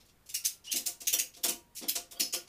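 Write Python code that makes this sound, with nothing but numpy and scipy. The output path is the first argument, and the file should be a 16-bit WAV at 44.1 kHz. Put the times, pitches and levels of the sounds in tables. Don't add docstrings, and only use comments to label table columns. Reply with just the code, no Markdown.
import sys
import numpy as np
from scipy import signal
from scipy.fft import rfft, irfft, next_fast_len
from scipy.io import wavfile
from scipy.ndimage import uniform_filter1d

SR = 44100
rng = np.random.default_rng(int(sys.argv[2]) if len(sys.argv) > 2 else 0)


def transcribe(signal):
    frames = np.atleast_2d(signal).T
    limited = np.clip(frames, -1, 1)
    pcm = np.round(limited * 32767).astype(np.int16)
    wavfile.write(sys.argv[1], SR, pcm)


def convert_level_to_amplitude(level_db):
    exponent = np.asarray(level_db, float) / 20
    return 10 ** exponent


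N = 109368


def pawl_snaps():
    # start in seconds, level in dB, brightness in dB per octave, ring in Hz, ring level in dB.
    snaps = [(.342, -29.5, 0.5, 5776, -11.5), (.449, -25.5, 0.5, 6540, -16.5),
             (.716, -29.5, -2.5, 6450, -12), (0.759, -27.5, 0, 5200, -18), (0.862, -30, 0, 7550, -18.5),
             (1.07, -26.5, 0, 6780, -8.5), (1.1279, -23, 4.5, 5800, -13), (1.187, -26.5, 0, 6830, -14.5),
             (1.437, -26, -1, 5600, -15), (1.483, -28.5, -1.5, 10260, -23), (1.883, -24.5, 3, 6370, -19.5),
             (1.953, -33, -5.5, 6900, -27), (2.197, -26.5, -2.5, 7030, -20), (2.326, -38, -4.5, 6800, -8.5)]
    contact_s, ring_t60 = .0013, .022
    out, t = np.zeros(N), np.arange(SR // 8) / SR
    blow = 1. * (t == 0)
    for s, db, slope, hz, ring_db in snaps:
        crack = colour(blow, tilted(slope, 6000))
        tooth = steel(split([(hz, ring_db, ring_t60)]) + parts(), t)
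        add(out, s, convert_level_to_amplitude(db) * (crack + tooth), contact_s)
    return highpass(out, 3, 900)


def swing_ticks():
    # start in seconds, level in dB, brightness in dB per octave, length in seconds.
    ticks = [(.001, -62, -14.5, 0.004), (0.051, -66.5, -3.5, 0.0039), (0.086, -66.5, -7, .002),
             (.260, -59, -3, 0.00084), (.290, -44.5, -2.5, .001), (0.332, -53, 2, 0.0011),
             (0.641, -55, -10, 0.0064), (0.657, -52.5, -11, 0.0085), (1.004, -43.5, -2.5, 0.006),
             (1.048, -57, -11, 0.0042), (1.339, -56, -9, 0.00067), (1.363, -53.5, -5.5, 0.0022),
             (1.41, -59, -20, 0.0056), (1.750, -48, 1.5, 0.004), (1.762, -42, -1.5, 0.0041),
             (1.779, -44.5, -3.5, 0.0033), (1.82, -43, -15, 0.0055), (1.865, -62, -12, 0.0086),
             (2.110, -46, -1, 0.004), (2.335, -32.5, -3, 0.0027), (0.709, -42.5, 2, 0.0022),
             (0.44, -43, -9, .003), (1.433, -35, 9, .002), (0.857, -37.5, 3.5, .002), (2.189, -50, 7, .002),
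             (2.474, -51, -15.5, 0.0025)]
    out, t = np.zeros(N), np.arange(SR // 8) / SR
    blow = 1. * (t == 0)
    for s, db, slope, length in ticks:
        crack = colour(blow, tilted(slope, 6000))
        add(out, s, convert_level_to_amplitude(db) * (crack + steel(parts(), t)), length)
    return highpass(out, 3, 900)


def handle_clanks():
    # start in seconds, level in dB.
    clanks = [
        (2.199, -28.5),
        (2.329, -39),
    ]
    # pitch in Hz, level in dB, t60 in seconds.
    handle_modes = [(2800, -5, .025), (4450, -2, .05), (4950, -3, .07), (5150, -1, .08), (5300, -4, .08),
                    (6740, -3, .03), (7900, -9, .02), (10150, -4, .06)]
    bloom_s = 0.0094
    out, t = np.zeros(N), np.arange(SR // 8) / SR
    for s, db in clanks:
        clank = steel(split(handle_modes), t) * (1 - np.exp(-t / bloom_s))
        add(out, s, convert_level_to_amplitude(db) * clank, .003)
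    return highpass(out, 3, 900)


def pivot():
    # start in seconds, length in seconds, pitch in Hz, level in dB, overtone ratio, overtone in dB.
    squeaks = [
        (.662, 0.0304, 2890, -46, 1.99, -11.5),
        (0.684, 0.026, 3143, -47, 1.6, -11.5),
        (0.712, 0.041, 2955, -45.5, 2.64, -6),
        (2.145, 0.027, 3250, -55, 1.46, -4),
    ]
    rough, glide = .018, .06
    out = np.zeros(N)
    for s, length, hz, db, ratio, over_db in squeaks:
        u = np.linspace(0, 1, round(length * SR))
        drift = unit(uniform_filter1d(rng.standard_normal(len(u)), size=120))
        pitch = hz * (1 + glide * (u - .5) + rough * drift)
        phase = 2 * np.pi * np.cumsum(pitch) / SR
        flutter = 1 + .4 * unit(uniform_filter1d(rng.standard_normal(len(u)), size=150))
        tone = np.sin(phase) + convert_level_to_amplitude(over_db) * np.sin(ratio * phase)
        swell = np.sin(np.pi * u)
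        add(out, s, convert_level_to_amplitude(db) * swell * flutter * tone / np.sqrt(len(u) / 4), .001)
    return out


def frame_knocks():
    # start in seconds, level in dB, brightness in dB per octave, push length in seconds.
    knocks = [(0.735, -50, -5.5, 0.013), (.765, -60, 5, 0.036), (0.864, -60.5, 7.5, 0.0033),
              (1.012, -63, -1, 0.0036), (1.075, -73.5, -17, 0.0074), (1.129, -51, 3.5, 0.0067),
              (1.195, -61, 0, 0.0036), (1.366, -64, 0, 0.0048), (1.439, -43, 3.5, 0.0055),
              (1.483, -45.5, -3, 0.005), (1.813, -47.5, -3, .02), (1.952, -50, 4.5, 0.0079),
              (2.118, -61, 5.5, 0.0095), (2.164, -65, 6, 0.0033), (2.197, -48, -3.5, 0.0079),
              (2.334, -48, 6, 0.0051)]
    # pitch in Hz, level in dB, t60 in seconds.
    frame_modes = [(205, -8, .06), (252, 0, .06), (300, -2, .05), (345, 0, .11), (520, 0, .07),
                   (700, -4, .1), (1185, -13, .05), (1450, -14, .05)]
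    # frequency in Hz, level in dB.
    thud_colour = [(90, -36.5), (170, -10.5), (260, 3.5), (600, -6), (2500, -18), (8000, -37)]
    thud_db = 2.5
    dry_db = -4
    out, t = np.zeros(N + SR), np.arange(SR // 3) / SR
    for s, db, slope, length in knocks:
        modes = [(hz, level + slope * np.log2(hz / 400), t60) for hz, level, t60 in frame_modes]
        thud = colour(1. * (t == 0), lambda hz: along(thud_colour, hz) + slope * np.log2((hz + 150) / 400))
        body = ring(modes, t) * (1 - np.exp(-t / length))
        add(out, s, convert_level_to_amplitude(db) * (body + convert_level_to_amplitude(thud_db) * thud), length)
        out[round(s * SR):][:len(t)] += convert_level_to_amplitude(db + dry_db) * np.sqrt(0.022 * SR) * body
    return highpass(out, 4, 150)[:N]


def humming_tubes():
    # start in seconds, level in dB, pitch in Hz.
    hums = [
        (.870, -70, 940),
        (1.445, -66, 950),
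        (1.490, -61, 950),
        (.40, -69, 1380),
    ]
    hum_t60 = 1.1
    out, t = np.zeros(N + SR), np.arange(SR // 3) / SR
    damping = np.clip((.27 - t) / 0.029, 0, 1)
    for s, db, hz in hums:
        out[round(s * SR):][:len(t)] += convert_level_to_amplitude(db - 60 * t / hum_t60) * np.sin(2 * np.pi * hz * t) * damping
    return highpass(out, 4, 150)[:N]


def hush():
    # frequency in Hz, level in dB per Hz.
    hush_colour = [(20, -6), (35, -2), (180, -7.5), (500, -15), (1500, -20.5), (6000, -28.5), (12000, -28),
                   (14000, -27.5)]
    m = next_fast_len(N)
    gain = convert_level_to_amplitude(along(hush_colour, np.fft.rfftfreq(m, 1 / SR)))
    noise = irfft(rfft(rng.standard_normal(m)) * gain, m)[:N]
    return convert_level_to_amplitude(-66) * unit(noise)


def steel(modes, t):
    return highpass(ring(modes, t), 4, 2200)


def parts():
    pitches = np.exp(rng.uniform(np.log(2800), np.log(13000), 10))
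    return [(hz, -20, .014) for hz in pitches]


def split(modes):
    spread, side_db = 0.0091, -4
    return [(hz * (1 + spread * k), db + side_db, t60)
            for hz, db, t60 in modes for k in rng.normal(0, 1, 3)]


def ring(modes, t):
    out = np.zeros(len(t))
    for hz, db, t60 in modes:
        decay = convert_level_to_amplitude(db + rng.normal(0, 2) - 60 * t / t60)
        out += decay * np.sin(2 * np.pi * hz * t) / np.sqrt(t60 * SR / 27.6)
    return out


def tilted(slope_db, centre_hz):
    # frequency in Hz, level in dB per Hz.
    crack_colour = [(410, -71.5), (700, -35), (807, -34.5), (1300, -45.5), (2250, -19.5), (4770, -2.5),
                    (5790, 1.5), (8650, -2), (15500, -2.5)]
    points = [(150, -75.5)] + list(crack_colour)
    return lambda hz: along(points, hz) + slope_db * np.log2((hz + 50) / centre_hz)


def colour(x, gain_db):
    hz = np.fft.rfftfreq(2048, 1 / SR)
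    cepstrum = irfft(np.log(convert_level_to_amplitude(gain_db(hz)) + 1e-5))
    cepstrum[1:1024] *= 2
    cepstrum[1025:] = 0
    h = irfft(np.exp(rfft(cepstrum)))[:1024]
    return signal.fftconvolve(x, h / np.linalg.norm(h))[:len(x)]


def highpass(x, order, hz):
    return signal.sosfilt(signal.butter(order, hz, "high", fs=SR, output="sos"), x)


def along(points, hz):
    f, v = np.transpose(points)
    return np.interp(np.log(hz + 1), np.log(f + 1), v)


def unit(x):
    return x / np.sqrt(np.mean(x ** 2) + 1e-20)


def burst(length_s, size):
    x = rng.standard_normal(size) * np.exp(-np.arange(size) / SR / max(length_s, 2e-4))
    return x / np.linalg.norm(x)


def add(track, s, x, smear_s):
    wet = room(x, smear_s)[:len(track) - round(s * SR)] * np.sqrt(.03 * SR)
    track[round(s * SR):][:len(wet)] += wet


def room(x, smear_s):
    # delay in seconds, level in dB.
    walls = [(0, -4.5), (.002, -2), (.004, 1), (.006, -2.5), (.008, 0.5), (0.0116, 4.5), (0.016, -12.5),
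             (.021, -2.5), (.028, -7)]
    # frequency in Hz, t60 in seconds.
    tail_decay = [(200, 0.27), (1400, 0.27), (3700, .22), (9700, 0.2), (15000, 0.2)]
    tail_db, tail_rise_s = 8.5, 0.0066
    hz, t, z = signal.stft(rng.standard_normal(SR // 2), SR, nperseg=128)
    decay = convert_level_to_amplitude(-60 * t / along(tail_decay, hz)[:, None])
    tail = signal.istft(z * decay, SR, nperseg=128)[1]
    tail_t = np.arange(len(tail)) / SR
    tail = tail * (1 - np.exp(-(tail_t / (tail_rise_s + smear_s)) ** 2))
    h = convert_level_to_amplitude(tail_db) * tail / np.linalg.norm(tail)
    for delay, db in walls:
        h[round(delay * SR):][:4000] += convert_level_to_amplitude(db + rng.normal(0, 1.0)) * burst(smear_s, size=4000)
    return signal.fftconvolve(x, h / np.linalg.norm(h))


def scene():
    buckle = pawl_snaps() + swing_ticks() + handle_clanks() + pivot()
    return (buckle + frame_knocks() + humming_tubes() + hush())[None]


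def band_limit(x):
    return signal.sosfilt(signal.butter(12, 16610, fs=SR, output="sos"), x)


def record(dry):
    top_hz, splash_db = 15620, -19
    m = next_fast_len(N + 4096)
    hz, z = np.fft.rfftfreq(m, 1 / SR), rfft(dry, m)
    limit_db = np.interp(hz, [top_hz - 300, top_hz, top_hz + 200], [0, -36, -90])
    low = irfft(z * convert_level_to_amplitude(limit_db), m)[..., :N]
    top = irfft(z * (hz > top_hz - 200) * (hz < top_hz + 1000), m)[..., :N]
    power = np.abs(uniform_filter1d(dry ** 2, size=256)) + 1e-9
    jump = power > 30 * np.roll(power, 400, axis=-1)
    opening = uniform_filter1d(1. * jump, size=128)
    return band_limit(low + convert_level_to_amplitude(splash_db) * top * opening)


dry = scene()
out = record(dry)
transcribe(out)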